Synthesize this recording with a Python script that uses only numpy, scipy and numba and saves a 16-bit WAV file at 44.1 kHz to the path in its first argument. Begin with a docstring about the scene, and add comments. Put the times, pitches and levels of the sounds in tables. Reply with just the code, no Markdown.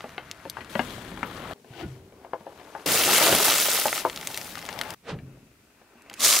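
"""A car creeps over small objects on coarse asphalt, heard from the ground.
Tyres grind grit (banded noise) and pop stones (damped tyre modes); the brake lets go with a scrape
(swelling noise) and a groan (gliding sines). A wafer bag is crushed and its film crackles open again
(grainy noise, short rings, ticks). The brake lets go once more, the tyres roll on, and a plate of
sweets starts to shatter, made like the bag."""
import sys
import numpy as np
from scipy import signal
from scipy.fft import rfft, irfft, next_fast_len
from scipy.io import wavfile
from scipy.ndimage import uniform_filter1d
from numba import njit

SR = 44100
rng = np.random.default_rng(int(sys.argv[2]) if len(sys.argv) > 2 else 0)


def pcm_store(signal):
    """Save signal as 16-bit PCM."""
    levels = np.round(np.clip(np.atleast_2d(signal), -1, 1) * 32767)
    wavfile.write(sys.argv[1], SR, levels.astype(np.int16).T)


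def attenuation_scalar(level_db):
    """Turn a level in dB into a linear amplitude multiplier (20 dB per decade)."""
    decades = np.asarray(level_db, float) / 20
    return 10 ** decades


N = 282240
TOP_HZ = 15600

# rumble, grind and hiss bands: low_hz, high_hz
BANDS_HZ = [(40, 250), (300, 2500), (4000, 15000)]
# tyre and crush position: time_s, left_minus_right_db
PAN = [(0, 2.5), (.4, 8.5), (.9, 13.5), (1.5, 10.5), (1.85, 14.5), (2.3, 9.5), (2.8, 9.5), (2.9, 3),
       (3.8, 2), (4.05, 7.5), (4.35, 6), (4.9, 12), (5.06, -2), (5.13, -0.5), (5.3, 11.5), (5.9, 6),
       (6.2, 0.5), (6.4, -0.5)]
# phase between the two microphone ports: freq_hz, left_lead_rad
PORT_PHASE = [(30, 0.37), (500, -0.29), (1400, -0.54), (3400, -.01)]
# stretches of rolling: start_s, end_s
ROLL_SPANS_S = [(0, .695), (.695, 1.535), (1.535, 1.81), (1.81, 2.859), (4.947, 5.1), (5.1, 6.18)]
# tyres on grit, one table per stretch: time_s, rumble_db, grind_db, hiss_db
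ROLL_LEVELS = [
    [(0.015, -55, -43.5, -60), (0.23, -52.5, -45, -65), (0.5, -53.5, -46.5, -61.5),
     (0.68, -48, -42.5, -60.5)],
    [(0.71, -47, -48.5, -49.5), (0.88, -41.5, -43.5, -48.5), (1.13, -43.5, -47, -56.5),
     (1.316, -43.5, -43, -54), (1.5, -41, -37, -54)],
    [(1.555, -65, -58, -76), (1.7, -48, -69, -64)],
    [(1.92, -62, -48, -63.5), (2.04, -53.5, -53.5, -77), (2.23, -60, -48.5, -77), (2.46, -61.5, -46.5, -69),
     (2.84, -62.5, -40, -58.5)],
    [(4.965, -66, -74, -88), (5.04, -73, -65, -83.5)],
    [(5.31, -45.5, -61.5, -84), (5.566, -60.5, -70, -81), (5.9, -69.5, -60, -82.5),
     (6.11, -61.5, -52.5, -69), (6.17, -58, -57, -52)],
]
# tyre noise spectrum, one table per stretch: freq_hz, density_db_per_hz
ROAD_SPECTRA = [
    [(18, -55), (30, -32), (81, -13.5), (332, -20), (591, -21.5), (639, -18), (787, -23), (1400, -14.5),
     (13300, -19.5), (15500, -37)],
    [(18, -41), (30, -12.5), (237, -6.5), (656, -9.5), (1290, -9.5), (2620, -19), (3400, -18), (5170, -28),
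     (12300, -30.5), (15500, -35)],
    [(18, -73), (30, -46), (256, -7), (324, -25), (399, -0.5), (575, -12), (3320, -31), (3880, -30),
     (15500, -41)],
    [(18, -37.5), (30, -10), (92, 7), (152, -1), (420, -4), (830, -17), (1170, -19.5), (1720, -21.5),
     (11900, -26), (15500, -35)],
    [(18, -28), (30, -15), (168, -6), (1720, -20), (2490, -6), (3400, -31), (5040, -23), (5890, -29),
     (15500, -26)],
    [(18, -40), (30, -23), (66, -12.5), (177, -15), (230, -8), (1230, -16.5), (1550, -16), (1680, -21.5),
     (1820, -18.5), (2250, -22), (2650, -18), (3000, -32.5), (15500, -58)],
]
# brake pads scraping free: loudest_s, grind_db, swell_db_per_s, hiss_db, rumble_db
BRAKE_SCRAPES = [(1.812, -35, 155, -58, -37), (5.1, -34.5, 529, -48.5, -34.5)]
# pad noise spectrum, one table per scrape: freq_hz, density_db_per_hz
PAD_SPECTRA = [
    [(18, -56), (30, -36), (123, -12), (213, -26), (324, -7.5), (575, -20.5), (691, -10.5), (1140, -21.5),
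     (2990, -5.5), (15500, -15)],
    [(18, -51), (30, -30), (359, -9), (432, -2.5), (1050, -5.5), (1260, -2.5), (3680, -8.5), (10500, -28),
     (11900, -77), (15500, -42)],
]
# pad squeaks and body groans: start_s, level_db, start_hz, end_hz, rise_s, t60_s
GROANS = [(1.704, -35, 130, 121, 0.0052, 0.094), (1.725, -47, 1500, 1500, .02, .1),
          (1.791, -35, 379, 339, 0.052, 0.14), (1.82, -42.5, 1450, 1450, 0.018, 0.15),
          (1.848, -33.5, 330, 128.5, 0.0082, 0.29), (1.901, -49.5, 395, 384.5, 0.048, 1.3),
          (5.078, -34, 470, 440, .008, .12), (5.114, -26, 266, 140.6, 0.028, 0.1),
          (5.224, -36.5, 151, 132, 0.01, 0.53)]
# tyre and wheel arch modes: mode_hz, level_db, relative_ring_time
TYRE_MODES = [(237.4, -6, 1.44), (330, -9, 3.3), (461, -0.5, 1.14), (541, 1, 0.88), (664, 4, 0.65),
              (789, 1, 0.48), (904, 4, 0.92), (1074, 4.5, 0.39), (1214, 0.5, 0.69), (1450, 7.5, 0.35),
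              (1624, -3, .8), (1963, -5, 2.1), (2350, -11.5, 0.85), (2610, -5, 1.95), (2900, 0.5, 0.62),
              (3490, -13.5, 0.58), (3850, -7.5, 1), (4160, -9.5, 0.36)]
# stones and lumps popping under the tread: start_s, level_db, centre_hz, thud_db, crack_db
KNOCKS = [(0.041, -28, 620, -2.5, -9), (0.18, -27.5, 611, -28, 4.5), (0.453, -25, 487, -17, -16),
          (0.569, -25.5, 1620, -33, -26), (0.585, -31.5, 930, -18, -15), (0.607, -30.5, 2330, -7, -5.5),
          (0.753, -16.5, 910, 2, -8.5), (0.793, -16.5, 886, 2, 1), (1.116, -32.5, 415, 6.5, -6),
          (1.174, -33, 1510, -16, -18), (1.23, -18.5, 1590, -4, -24), (1.249, -33, 420, -1, -6),
          (1.345, -35, 401, -16, -13), (1.645, -43, 524, -20, -8.5), (2.123, -42, 423, -24, -12.5),
          (2.247, -33, 643, -32, -15), (2.333, -20, 704, -36, -21), (2.406, -38, 681, 2, -19),
          (2.466, -29, 587, -27, -20), (2.596, -39.5, 535, -23, -8), (2.613, -38, 444, -15, -6.5),
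          (2.672, -41, 697, -20, -11), (2.75, -28, 860, -18, -28), (2.757, -30.5, 980, -17, -24),
          (2.797, -43, 452, -24, -5), (2.865, -28.5, 956, 3, -2), (3.077, -16, 697, -30, -17),
          (3.11, -19.5, 554, -27, -1), (3.188, -20.5, 1310, -18.5, -23), (3.209, -14, 506, -26, -10),
          (3.264, -16.5, 1640, -25, 1), (3.282, -12.5, 525, -25, -15), (3.325, -10, 517, -7.5, -9),
          (3.4, -16, 650, -28, -14), (3.481, -14, 1530, -12, -21), (3.855, -12, 870, -16, -33),
          (4.0505, -11.5, 660, -45, -35), (4.573, -31.5, 1590, -9, -11), (4.691, -31, 900, -17, 0),
          (5.048, -50, 1700, -20, -8), (5.188, -44, 3000, -20, 0), (5.815, -44.5, 470, -5, -9),
          (5.953, -53, 458, 10, -16), (6.113, -42.5, 1000, -21, 6)]
# spectra of bag, film and sweets: freq_hz, density_db_per_hz
SHARD_SPECTRA = [
    [(18, -48.5), (30, -36), (88, -11), (197, -4.5), (237, -6), (277, -3.5), (546, -3.5), (1170, -9.5),
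     (1290, -6), (1720, -7), (2990, -2), (11000, -1.5), (15500, -4)],
    [(18, -44), (30, -5), (177, 4.5), (359, -3), (673, -3.5), (767, -6), (852, -1), (945, -8), (3230, -4),
     (3490, -5), (13600, -4), (15500, -5)],
    [(18, -58), (30, -23), (187, -13), (243, -3), (341, -18), (656, -4), (897, -16.5), (1170, -0.5),
     (1440, -10), (6720, -4.5), (15500, -15.5)],
]
# bag being crushed: time_s, rumble_db, grind_db, hiss_db
BAG_LEVELS = [(2.87, -37, -26.5, -29.5), (2.93, -43.5, -28, -24.5), (3.06, -40, -27, -24.5),
              (3.25, -47, -18.5, -22), (3.34, -30.5, -23, -25.5), (3.42, -44, -24.5, -23),
              (3.55, -49.5, -29.5, -25), (3.8, -53, -32, -26), (3.9, -47, -41, -33),
              (3.98, -59, -32.5, -32.5), (4.029, -52, -37, -42)]
# film unfolding: time_s, rumble_db, grind_db, hiss_db
FILM_LEVELS = [(4.031, -55, -38, -44.5), (4.14, -50.5, -42, -49), (4.35, -52.5, -40.5, -43.5),
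               (4.5, -50.5, -44.5, -46), (4.62, -50, -42.5, -51.5), (4.76, -49, -35, -53.5),
               (4.934, -48.5, -35.5, -52.5)]
# sweets breaking: time_s, rumble_db, grind_db, hiss_db
SWEETS_LEVELS = [(6.18, -55, -45, -52), (6.192, -55, -42, -47), (6.198, -52, -37, -32),
                 (6.216, -45, -35, -29.5), (6.226, -48, -32.5, -23.5), (6.25, -46.5, -31, -18),
                 (6.33, -51, -27, -20.5), (6.37, -50, -33, -20.5), (6.383, -58, -36, -25),
                 (6.4, -53, -38, -25.5)]
# clearest brittle snaps: start_s, level_db, centre_hz, left_minus_right_db
SNAPS = [(0.0064, -19.5, 1570, 4), (0.3128, -14.5, 4720, 3.5), (0.4981, -10, 7630, 8),
         (0.5695, -32, 2480, 5), (0.6462, -26.5, 2580, 6), (1.2315, -24, 1940, 9), (2.334, -37, 1420, 3),
         (0.6958, -36, 2080, 2), (2.599, -41, 1700, 23), (2.797, -34, 1520, 9), (2.8629, -10, 4730, 6),
         (2.9504, -10, 2800, 1), (3.0354, -2.5, 3270, -3), (3.0594, -11, 4000, -3), (3.0769, -8, 3500, -4),
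         (3.1325, 0.5, 2550, 1), (3.5263, -9, 3400, 4), (3.5566, -9, 7100, 2), (3.582, -3, 5540, 3),
         (3.6044, -12, 6500, -1), (3.7978, -6, 9100, -2), (3.7757, -12, 2500, 0), (3.8062, -21, 3000, -1),
         (3.8331, -21, 4690, 2), (3.882, -6, 2687, -2), (3.928, -4.5, 1880, -3), (3.9614, -21, 5100, 0),
         (3.9788, -12.5, 2110, -4), (4.0978, -13, 2970, 4), (4.1296, -25, 2460, -4),
         (4.1608, -14.5, 4320, 2), (4.174, -14.5, 3530, -1), (4.2116, -19, 3700, 2),
         (4.2288, -18.5, 2410, -1), (4.2721, -6, 4700, 2.5), (4.3012, -23, 7070, 1.5),
         (4.3127, -20, 4380, -3), (4.3438, -10.5, 3760, 1), (4.3743, -7, 4680, 3.5),
         (4.4135, -15.5, 3430, 6), (4.5167, -30, 10800, -1), (4.5811, -22, 4760, 6),
         (4.5541, -17.5, 2900, 9), (4.5903, -21, 4430, -14), (4.615, -25, 2900, -6),
         (4.626, -22.5, 2060, 7), (4.6522, -19, 3280, 5), (4.6629, -19.5, 3880, 6), (4.689, -11.5, 2130, 6),
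         (4.7278, -20, 3000, 10), (4.738, -25, 8000, 3), (4.7895, -15.5, 4500, 19), (4.8127, -7, 3380, 5),
         (4.835, -22, 3200, 8), (4.9047, -14, 4500, 6.5), (4.938, -24.5, 7700, 12),
         (6.0207, -35.5, 8000, 4), (6.098, -22.5, 3250, 1), (6.1304, -26, 4500, -2),
         (6.139, -17.5, 5150, -5), (6.2053, -8.5, 6720, -1), (6.2485, -5, 7250, 3), (6.2803, -2, 7100, 0.5),
         (6.327, -2, 5460, -2), (6.3356, 0, 6000, 0), (6.3648, -2, 5010, 2), (6.3891, 1.5, 7600, 0)]


def on_log_hz(table, hz):
    """Second column of a table at hz, interpolated over log frequency."""
    table_hz, value = np.transpose(table)
    return np.interp(np.log(np.maximum(hz, 1)), np.log(table_hz), value)


def tyre_pan(s):
    """Left minus right dB at the tyre at time s."""
    return np.interp(s, *np.transpose(PAN))


def sides(pan_db, hz):
    """Left and right gains; bass and top treble reach both ports alike."""
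    db = pan_db * np.clip(hz / 1700.0, 0, 1) * np.clip(1.5 - hz / 6400.0, 0, 1) / 2
    return attenuation_scalar(db), attenuation_scalar(-db)


@njit
def ring(count, start, hz, t60, rise, left, right):
    """Sum of damped sines that swell over the contact time, each dropped at -60 dB."""
    out = np.zeros((2, count))
    for k in range(len(start)):
        turn = np.exp(2j * np.pi * hz[k] / SR - np.log(1000.) / (t60[k] * SR))
        z, gap, close = 1 + 0j, 1., np.exp(-1 / (rise[k] * SR))
        for i in range(start[k], min(count, start[k] + int(t60[k] * SR) + 2)):
            v = z.imag * (1 - gap) ** 2
            out[0, i] += left[k] * v
            out[1, i] += right[k] * v
            z *= turn
            gap *= close
    return out


def ring_panned(s, hz, t60_s, rise_s, size, pan_db):
    """Damped sines of any array shape, placed left to right."""
    left, right = sides(pan_db, hz)
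    start = (s * SR).astype(np.int64)
    return ring(N, start.ravel(), hz.ravel(), t60_s.ravel(), rise_s.ravel(),
                (size * left).ravel(), (size * right).ravel())


def walk(n, rate_hz):
    """Random levels held 1 / rate_hz and slewed; spread near 1."""
    k = max(int(SR / rate_hz), 1)
    held = np.repeat(rng.standard_normal(n // k + 1), k)
    return 1.05 * uniform_filter1d(held, k)[:n]


def clatter(n, rate_hz, spread_db, tail_s):
    """Power envelope of random little breaks with sharp starts and short tails, mean 1."""
    chance = rng.random((2, n))
    kicks = (chance[0] < rate_hz / SR) * attenuation_scalar(-2 * spread_db * np.log(1 - chance[1]))
    power = signal.lfilter([1], [1, -np.exp(-1 / (tail_s * SR))], kicks) + 1e-18
    return power / power.mean()


def stretch(span_s, levels, spectrum, grit, rate_hz, spread_db, flicker_db, wide_hz):
    """Half-octave noise, part smooth, part grains (share: grit); three levels bend the spectrum."""
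    s, *columns = np.transpose(levels)
    i0, i1 = int(span_s[0] * SR), min(int(span_s[1] * SR), N)
    n, size = i1 - i0, next_fast_len(i1 - i0)
    t = np.arange(i0, i1) / SR
    pan_db = tyre_pan(t)
    f = np.arange(size // 2 + 1) * SR / size
    shape = attenuation_scalar(on_log_hz(spectrum, f))
    bend_db = []
    for column, (lo, hi) in zip(columns, BANDS_HZ):
        power = np.sum(shape[(f > lo) & (f < hi)] ** 2) / len(f)
        bend_db.append(np.interp(t, s, column) - 10 * np.log10(power))
    whole, swell = clatter(n, rate_hz, spread_db, 0.00066), walk(n, 24.37)
    out = np.zeros((2, N))
    for hz in 30 * 2 ** np.arange(0, 9.6, .5):
        window = np.cos(np.pi * np.clip(np.log2(np.maximum(f, 1) / hz), -.5, .5))
        noise = rfft(rng.standard_normal((2, size)))
        mid, side = irfft(noise * shape * window, size)[:, :n]
        place = np.interp(np.log(hz), np.log([130, 900, 7000]), [0, 1, 2])
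        db = sum(max(1 - abs(place - k), 0) * bend_db[k] for k in range(3))
        # some breaks cover all pitches, some ring at one pitch for a few cycles
        grains = .5 * whole + .5 * clatter(n, rate_hz / 2, spread_db, 1.5 / hz + 0.0016)
        grains = uniform_filter1d(grains, int(SR / hz) + 1)
        flicker = flicker_db * (swell + walk(n, 40.25))
        gain = attenuation_scalar(db + flicker) * np.sqrt(1 - grit + grit * grains)
        wide = min(.04 + hz / wide_hz, .74)
        left, right = sides(pan_db, hz)
        out[0, i0:i1] += gain * left * (mid + wide * side)
        out[1, i0:i1] += gain * right * (mid - wide * side)
    return out


def underbody(x, wet_db, t60_s):
    """Small sources radiate little deep bass; short scatter between road and car floor follows."""
    x = signal.sosfilt(signal.butter(2, 150., "high", fs=SR, output="sos"), x)
    t = np.arange(int(.12 * SR)) / SR
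    shared = rng.standard_normal(len(t))
    own = signal.lfilter([1, -.9], [1], rng.standard_normal((2, len(t))))
    tail = (shared + .5 * own) * np.exp(-np.log(1000) * t / t60_s) * (t > .001)
    tail = tail / np.sqrt(np.sum(tail ** 2, axis=1, keepdims=True))
    return x + attenuation_scalar(wet_db) * signal.fftconvolve(x, tail, axes=1)[:, :N]


def hiss():
    """Faint even noise, slightly dull, independent left and right."""
    return signal.lfilter([attenuation_scalar(-63)], [1, -.4], rng.standard_normal((2, N)))


def tyres():
    """Grit grinding under slowly turning tyres: flickering noise, half of it grains."""
    return sum(stretch(span, levels, spectrum, grit=0.49, rate_hz=250.0, spread_db=2.0,
                       flicker_db=.8, wide_hz=7700.0)
               for span, levels, spectrum in zip(ROLL_SPANS_S, ROLL_LEVELS, ROAD_SPECTRA))


def peak_db(t, at_s, top_db, swell_db_per_s, fade_db_per_s):
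    """Level that swells to a 15 ms hold around at_s and fades, at steady dB rates."""
    slope = np.where(t < at_s, swell_db_per_s, fade_db_per_s)
    return top_db - slope * np.maximum(abs(t - at_s) - 0.015 / 2, 0)


def brake_scrape():
    """Pads scrape loose, swelling, holding and fading; a rumble peaks as the body settles."""
    out = np.zeros((2, N))
    for (s, grind_db, swell, hiss_db, rumble_db), spectrum in zip(BRAKE_SCRAPES, PAD_SPECTRA):
        t = np.arange(s - .15, s + .3, .002)
        rumble = peak_db(t, s + 0.051, rumble_db, 213, 107)
        grind = peak_db(t, s, grind_db, swell, 316)
        hissing = peak_db(t, s, hiss_db, swell, 500.)
        levels = np.transpose([t, rumble, grind, hissing])
        out += stretch((t[0], t[-1]), levels, spectrum, grit=0.17, rate_hz=240.0, spread_db=4.0,
                       flicker_db=.8, wide_hz=8600.0)
    return out


def brake_groans():
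    """Pads squeak and the body groans on its springs: damped sines, most gliding down."""
    out = np.zeros((2, N))
    t = np.arange(int(.4 * SR)) / SR
    for s, db, start_hz, end_hz, rise_s, t60_s in GROANS:
        hz = end_hz + (start_hz - end_hz) * np.exp(-t / 0.013)
        decay = np.exp(-np.log(1000) * np.maximum(t - rise_s, 0) / t60_s)
        swing = decay * np.minimum(t / rise_s, 1)
        tone = np.sin(2 * np.pi * np.cumsum(hz) / SR)
        out[:, int(s * SR):int(s * SR) + len(t)] += attenuation_scalar(db) * swing * tone
    return out


def knocks():
    """Each pop is three blows ringing tyre modes near its centre, the carcass below, the crack above."""
    s, db, centre_hz, thud_db, crack_db = np.transpose(KNOCKS)[:, :, None, None]
    mode_hz, mode_db, ring_time = np.transpose(TYRE_MODES)
    chance = rng.random((len(KNOCKS), 3, 3, len(TYRE_MODES)))
    near = attenuation_scalar(-8. 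* np.log2(mode_hz / centre_hz) ** 2)
    thud = attenuation_scalar(thud_db + 10.5) * (mode_hz < 300)
    crack = attenuation_scalar(crack_db + 2.5) * (mode_hz > 1600)
    blow = np.arange(3)[:, None]
    # later blows are weaker and duller, with random polarity
    size = attenuation_scalar(db + mode_db - 6.0) * (near + thud + crack) * attenuation_scalar(-blow * (7. + mode_hz / 400.))
    size = size * np.where(blow > 0, np.sign(chance[:, 2] - .5), 1)
    hz = mode_hz * (1 + 0.24 * (chance[:, 0] - .5))
    start_s = s + .0009 * chance[:, 1] + .006 * blow * (.5 + chance[:, 1, :, :1])
    # rubber damps the high modes sooner
    t60_s = 0.055 * ring_time * np.minimum(800 / hz, 1)
    return ring_panned(start_s, hz, t60_s, 0.17 / hz, size, tyre_pan(s) + 1.)


def film_noise():
    """The bag's film rustles as it unfolds: noise, half of it grains."""
    return stretch((4.03, 4.947), FILM_LEVELS, SHARD_SPECTRA[1], grit=.5, rate_hz=500., spread_db=2.,
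                   flicker_db=.5, wide_hz=8500.)


def bag_noise():
    """Wafers and film break densely: noise, nearly all of it grains."""
    return stretch((2.859, 4.03), BAG_LEVELS, SHARD_SPECTRA[0], grit=0.89, rate_hz=650.0, spread_db=1.5,
                   flicker_db=.8, wide_hz=8400.0)


def sweets_noise():
    """Sugar shells shatter: noise, half of it grains."""
    return stretch((6.18, 6.4), SWEETS_LEVELS, SHARD_SPECTRA[2], grit=0.52, rate_hz=570.0, spread_db=2.5,
                   flicker_db=.8, wide_hz=9300.0)


def tick(s, db, hz, pan_db):
    """A bare tick: a break so short (t60 of 3 cycles) that it covers a wide range of pitch."""
    return ring_panned(s, hz, 3. / hz, 0.096 / hz, attenuation_scalar(db), pan_db)


def snaps(rows, octaves, splinter_s, count):
    """A snap is a cluster of few-cycle rings around its centre, most at once, some splintering later."""
    s, db, centre_hz, pan_db = np.transpose(rows)[:, :, None]
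    chance = rng.random((len(rows), 3, count))
    place = (np.arange(count) + chance[:, 0]) / count - .35
    hz = np.clip(centre_hz * 2 ** (octaves * place), 400, TOP_HZ)
    late = chance[:, 1] ** 4
    size = attenuation_scalar(db - 10. * late - 2.24 * np.log2(hz / centre_hz) ** 2) * (hz < TOP_HZ)
    start_s = s + .0004 + splinter_s * late
    t60_s = np.minimum(2.59 / hz + 0.0017, .006)
    return ring_panned(start_s, hz, t60_s, 0.00015 + 0.46 / hz, size, pan_db + 3.3 * (chance[:, 2] - .5))


def small_breaks(levels, rate_hz, over_db, spread_db):
    """Random times, levels that follow the hiss of the crush, and two more random columns."""
    s, *_, hiss_db = np.transpose(levels)
    chance = rng.random((int((s[-1] - s[0]) * rate_hz), 4))
    t = s[0] + (s[-1] - s[0]) * chance[:, 0]
    db = np.interp(t, s, hiss_db) + over_db - spread_db * np.log(1 - .97 * chance[:, 1])
    return t, db, chance[:, 2], chance[:, 3]


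def ticks(levels, rate_hz, over_db, spread_db):
    """Random bare ticks, each with its own brightness."""
    t, db, bright, place = small_breaks(levels, rate_hz, over_db, spread_db)
    return tick(t, db, 2520.0 * 2 ** (2.33 * bright), tyre_pan(t) + 6.3 * (place - .5))


def crackle(levels, rate_hz, over_db, spread_db):
    """Many small snaps of all colours."""
    t, db, bright, place = small_breaks(levels, rate_hz, over_db, spread_db)
    rows = np.transpose([t, db, 822.0 * 2 ** (3.21 * bright), tyre_pan(t) + 2.7 * (place - .5)])
    return snaps(rows, octaves=1.76, splinter_s=.001, count=6)


def brittle():
    """Single snaps, each starting with a tick, over the small breaks of bag, film and sweets."""
    small = crackle(BAG_LEVELS, 450., 8.3, 3.96) + ticks(BAG_LEVELS, 150., 16., 4.2)
    small += crackle(FILM_LEVELS, 110.0, 15.6, 3.7) + ticks(FILM_LEVELS, 60., 16., 4.5)
    small += crackle(SWEETS_LEVELS, 400., 3.9, 3.3) + ticks(SWEETS_LEVELS, 150., 13., 4.)
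    s, db, hz, pan_db = np.transpose(SNAPS)
    starts = tick(s + 0.00046, db + 0.5, hz, pan_db)
    return small + starts + snaps(SNAPS, octaves=3.25, splinter_s=.0018, count=14)


def scene():
    """Steady textures plus single breaks with their scatter, over faint even hiss."""
    car = tyres() + brake_scrape() + brake_groans() + underbody(knocks(), wet_db=-4.0, t60_s=0.098)
    crush = film_noise() + bag_noise() + sweets_noise()
    return hiss() + car + crush + underbody(brittle(), wet_db=-6.0, t60_s=0.028)


def ports(x):
    """Turn the left channel's phase against the right, as the two ports differ."""
    size = next_fast_len(N)
    f = np.maximum(np.arange(size // 2 + 1) * SR / size, 1)
    turn = np.exp(.5j * on_log_hz(PORT_PHASE, f) * np.array([[1], [-1]]))
    return irfft(rfft(x, size) * turn, size)[:, :N]


def low_pass(x):
    """Removes everything above the highest recorded frequency."""
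    return signal.sosfilt(signal.butter(12, 16660, fs=SR, output="sos"), x)


def record(dry):
    """Port phase, then the loudest peaks are rounded and the top is cut."""
    rounded = 0.75 * np.tanh(ports(dry) / 0.85)
    top_cut = signal.ellip(8, .2, 60, TOP_HZ, fs=SR, output="sos")
    return low_pass(signal.sosfilt(top_cut, rounded))


dry = scene()
out = record(dry)
pcm_store(out)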